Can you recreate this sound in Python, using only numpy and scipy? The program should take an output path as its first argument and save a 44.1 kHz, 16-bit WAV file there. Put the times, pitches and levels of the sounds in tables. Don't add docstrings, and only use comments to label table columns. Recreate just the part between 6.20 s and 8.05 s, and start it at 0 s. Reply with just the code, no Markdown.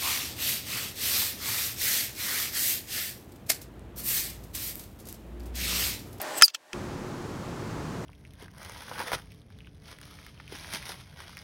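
import sys
import numpy as np
from scipy import signal
from scipy.fft import rfft, irfft
from scipy.io import wavfile

SR = 44100
rng = np.random.default_rng(int(sys.argv[2]) if len(sys.argv) > 2 else 0)


def waveform_to_disk(signal):
    frames = np.transpose(np.atleast_2d(signal))
    scaled = np.clip(frames, -1, 1) * 32767
    samples = np.round(scaled).astype(np.int16)
    wavfile.write(sys.argv[1], SR, samples)


N = 81585
T = np.arange(N) / SR
TRAFFIC_START_S = .533
# frequency in Hz, relative level in dB.
BRIGHT_STEEL = [(1000, -29), (7000, -10), (9000, -4), (11000, -6.5), (13500, 3.5), (16000, -9)]


def from_db(db):
    return 10 ** (np.asarray(db) / 20)


def rms_one(x):
    return x / np.sqrt(np.mean(x ** 2) + 1e-20)


def in_time(rows):
    times, *columns = np.transpose(rows)
    return [np.interp(T, times, column) for column in columns]


def noise(spectrum):
    hz, db = np.transpose(spectrum)
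    bins = np.maximum(np.fft.rfftfreq(N, 1 / SR), 1)
    gain = from_db(np.interp(np.log(bins), np.log(hz), db))
    return rms_one(irfft(rfft(rng.standard_normal(N)) * gain, N))


def narrow_noise(hz, width_hz):
    detuning = 2 * (np.fft.rfftfreq(N, 1 / SR) - hz) / width_hz
    return rms_one(irfft(rfft(rng.standard_normal(N)) / (1 + detuning ** 2), N))


def decay(start, t60):
    return (T >= start) * from_db(-60 * np.clip((T - start) / t60, 0, 4))


def swell(peak, rise, fall):
    return from_db(-20 * np.minimum(np.maximum((peak - T) / rise, (T - peak) / fall), 10))


def scatter(x, db, delay_s, t60):
    tail = rng.standard_normal(N) * decay(delay_s, t60)
    return from_db(db) * signal.fftconvolve(x, tail / np.sqrt(np.sum(tail ** 2)))[:N]


def yard_air():
    # frequency in Hz, relative level in dB.
    colour = [(25, -35), (70, -31), (130, -18.5), (220, -17), (300, -8), (460, -9.5), (590, -4.5),
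              (670, -7.5), (800, -3.5), (1300, -12), (1800, -7.5), (2150, -14), (8300, -23.5), (16000, -33)]
    # time in seconds, level in dB.
    level = [(0, -37.5), (.21, -36.5), (.228, -40), (.245, -58), (.27, -63), (.33, -66.5), (.40, -60),
             (.46, -58), (.53, -53.5)]
    hum = from_db(-10.5) * np.sqrt(2) * np.sin(2 * np.pi * 613 * T)
    return from_db(in_time(level)[0]) * (noise(colour) + hum)


def rod_ticks():
    # start in seconds, level in dB.
    taps = [(0.0162, -24.5), (0.027, -36)]
    return noise(BRIGHT_STEEL) * sum(from_db(db) * decay(start, t60=.019) for start, db in taps)


def steel_rubs():
    # peak time in seconds, level in dB, rise and fall in seconds, singing in relative dB.
    slides = [(.186, -39.5, 0.056, 0.029, 6.5), (.303, -43, .06, 0.0083, -27),
              (.348, -30, 0.0077, 0.013, -12.5), (1.505, -52, .03, .05, -22)]
    # frequency in Hz, relative level in dB.
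    colour = [(150, -51.5), (500, -26.5), (1300, -9.5), (2000, -15.5), (2700, 3.5), (3700, -4.5),
              (4700, -2), (6400, -5), (9000, -20.5), (15000, -19.5)]
    hiss, singing = noise(colour), narrow_noise(8000, width_hz=700)
    rubbing = sum(from_db(db) * swell(peak, rise, fall) * (hiss + from_db(singing_db) * singing)
                  for peak, db, rise, fall, singing_db in slides)
    fizz = from_db(-31) * swell(peak=.183, rise=.018, fall=.018) * noise(BRIGHT_STEEL)
    return rubbing + fizz


def handle_blows():
    # start in seconds, gain in dB, contact softness as a low-
    # pass in Hz, grit in dB, pitch favoured by the point of contact in Hz, gain of that added band in dB.
    blows = [(0.2128, -13, 3000, -1, 2600, -2), (.2220, 0.5, 13100, -3.5, 1470, -1),
             (0.224, -20, 12000, -4, 6000, 4), (0.2808, -33.5, 14000, -1, 4860, 14),
             (0.3466, -36, 9000, 7, 3200, 10), (0.3488, -28.5, 3000, -6, 3070, 12),
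             (0.531, -27, 3000, 0, 2750, 9)]
    # frequency in Hz, relative level in dB, t60 in seconds.
    modes = [(1360, -8, 0.019), (1610, -15.5, 0.016), (1737, -12, 0.018), (2370, -15.5, 0.013),
             (2576, -18.5, 0.048), (3120, -13.5, 0.027), (3347, -12.5, 0.028), (4953, -7, .016),
             (5310, -10.5, .016), (6170, -10.5, 0.028), (6410, -10.5, 0.017), (8210, -9, .012),
             (10500, -12, 0.0078), (13500, -20, 0.022)]
    # frequency in Hz, relative level in dB.
    crack_colour = [(100, -31.5), (500, -19), (1000, -17), (1500, 1.5), (4000, 0.5), (6000, 6), (9500, 1),
                    (15000, -8.5)]
    out, crack = np.zeros(N), noise(crack_colour)
    for start, db, soft_hz, grit_db, favoured_hz, boost_db in blows:
        span = slice(int(start * SR), int(start * SR) + SR // 5)
        age = T[:len(T[span])]
        hit = from_db(grit_db) * (crack * decay(start, t60=.018))[span]
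        for k, (hz, mode_db, t60) in enumerate(modes):
            strength = (-1) ** k * from_db(mode_db + 2.2 * rng.standard_normal())
            hit += strength * from_db(-60 * age / t60) * np.sin(2 * np.pi * hz * age)
        hit += from_db(boost_db) * signal.lfilter(*signal.iirpeak(favoured_hz, Q=3.7, fs=SR), hit)
        out[span] += from_db(db) * signal.lfilter(*signal.butter(1, soft_hz, fs=SR), hit)
    return signal.lfilter(*signal.butter(2, 310, "high", fs=SR), out)


def rod_squeak():
    # time in seconds, pitch in Hz.
    glide = [(.231, 5425), (.237, 4996), (.243, 4890), (.247, 4790), (.251, 4620), (.254, 4420),
             (.258, 4680), (.266, 4570)]
    # time in seconds, whistle level in dB, rasp level in dB.
    levels = [(.2295, -46, -56.5), (.232, -7, -36.5), (.242, -9, -27.5), (.248, -15.5, -28.5),
              (.252, -19, -32.5), (.254, -30.5, -32), (.259, -22.5, -31), (.265, -49, -51.5),
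              (.280, -48, -74)]
    # frequency in Hz, relative level in dB.
    scrape_colour = [(1000, -34), (2800, -8), (3800, -13.5), (6200, 2.5), (8000, -1), (12000, -5),
                     (15000, -2)]
    hz, = in_time(glide)
    whistle_db, rasp_db = in_time(levels)
    sliding = (T > levels[0][0]) & (T < levels[-1][0])
    jitter = .007 * narrow_noise(0, width_hz=900)
    flutter_db = .5 * narrow_noise(0, width_hz=700)
    phase = 2 * np.pi * np.cumsum(hz * (1 + jitter)) / SR
    whistle = sliding * from_db(whistle_db + flutter_db) * np.sqrt(2) * np.sin(phase)
    overtones = np.sqrt(2) * (np.sin(2 * phase) + from_db(-2) * np.sin(3 * phase))
    rasp = sliding * from_db(rasp_db) * (overtones + from_db(-.5) * noise(scrape_colour))
    housing = scatter(rasp, db=-4.5, delay_s=0, t60=.03)
    return whistle + rasp + housing


def distant_traffic():
    # frequency in Hz, relative level in dB.
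    colour = [(15, -39), (25, -7.5), (49, -8.5), (114, -0.5), (277, -4), (317, -5.5), (363, -6.5),
              (416, -8), (591, -11), (754, -13.5), (840, -12.5), (1070, -13), (2840, -27.5), (6560, -31),
              (9840, -38.5), (14800, -45.5), (16000, -47)]
    # time in seconds, level in dB.
    level = [(.54, -36), (.8, -37.5), (1.3, -37), (1.6, -36), (1.85, -36.5)]
    # frequency in Hz, first level in dB, last level in dB.
    drones = [(117.1, -50.5, -49), (160, -64, -40), (361.5, -43, -52.5)]
    rumble = from_db(in_time(level)[0]) * noise(colour)
    for hz, first_db, last_db in drones:
        drone_db = np.interp(T, [TRAFFIC_START_S, T[-1]], [first_db, last_db])
        rumble += from_db(drone_db) * narrow_noise(hz, width_hz=17.4)
    return rumble


def scene():
    handle = rod_ticks() + steel_rubs() + handle_blows() + rod_squeak()
    reflections = scatter(handle, db=-34.5, delay_s=.0049, t60=.16)
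    traffic_share = np.clip((T - TRAFFIC_START_S) / .01, 0, 1)
    background = (1 - traffic_share) * yard_air() + traffic_share * distant_traffic()
    return (handle + reflections + background)[None]


def record(dry):
    overloaded = np.clip(dry, -.95, .95)
    return signal.sosfilt(signal.ellip(10, .1, 80, 15900, fs=SR, output="sos"), overloaded)


dry = scene()
out = record(dry)
waveform_to_disk(out)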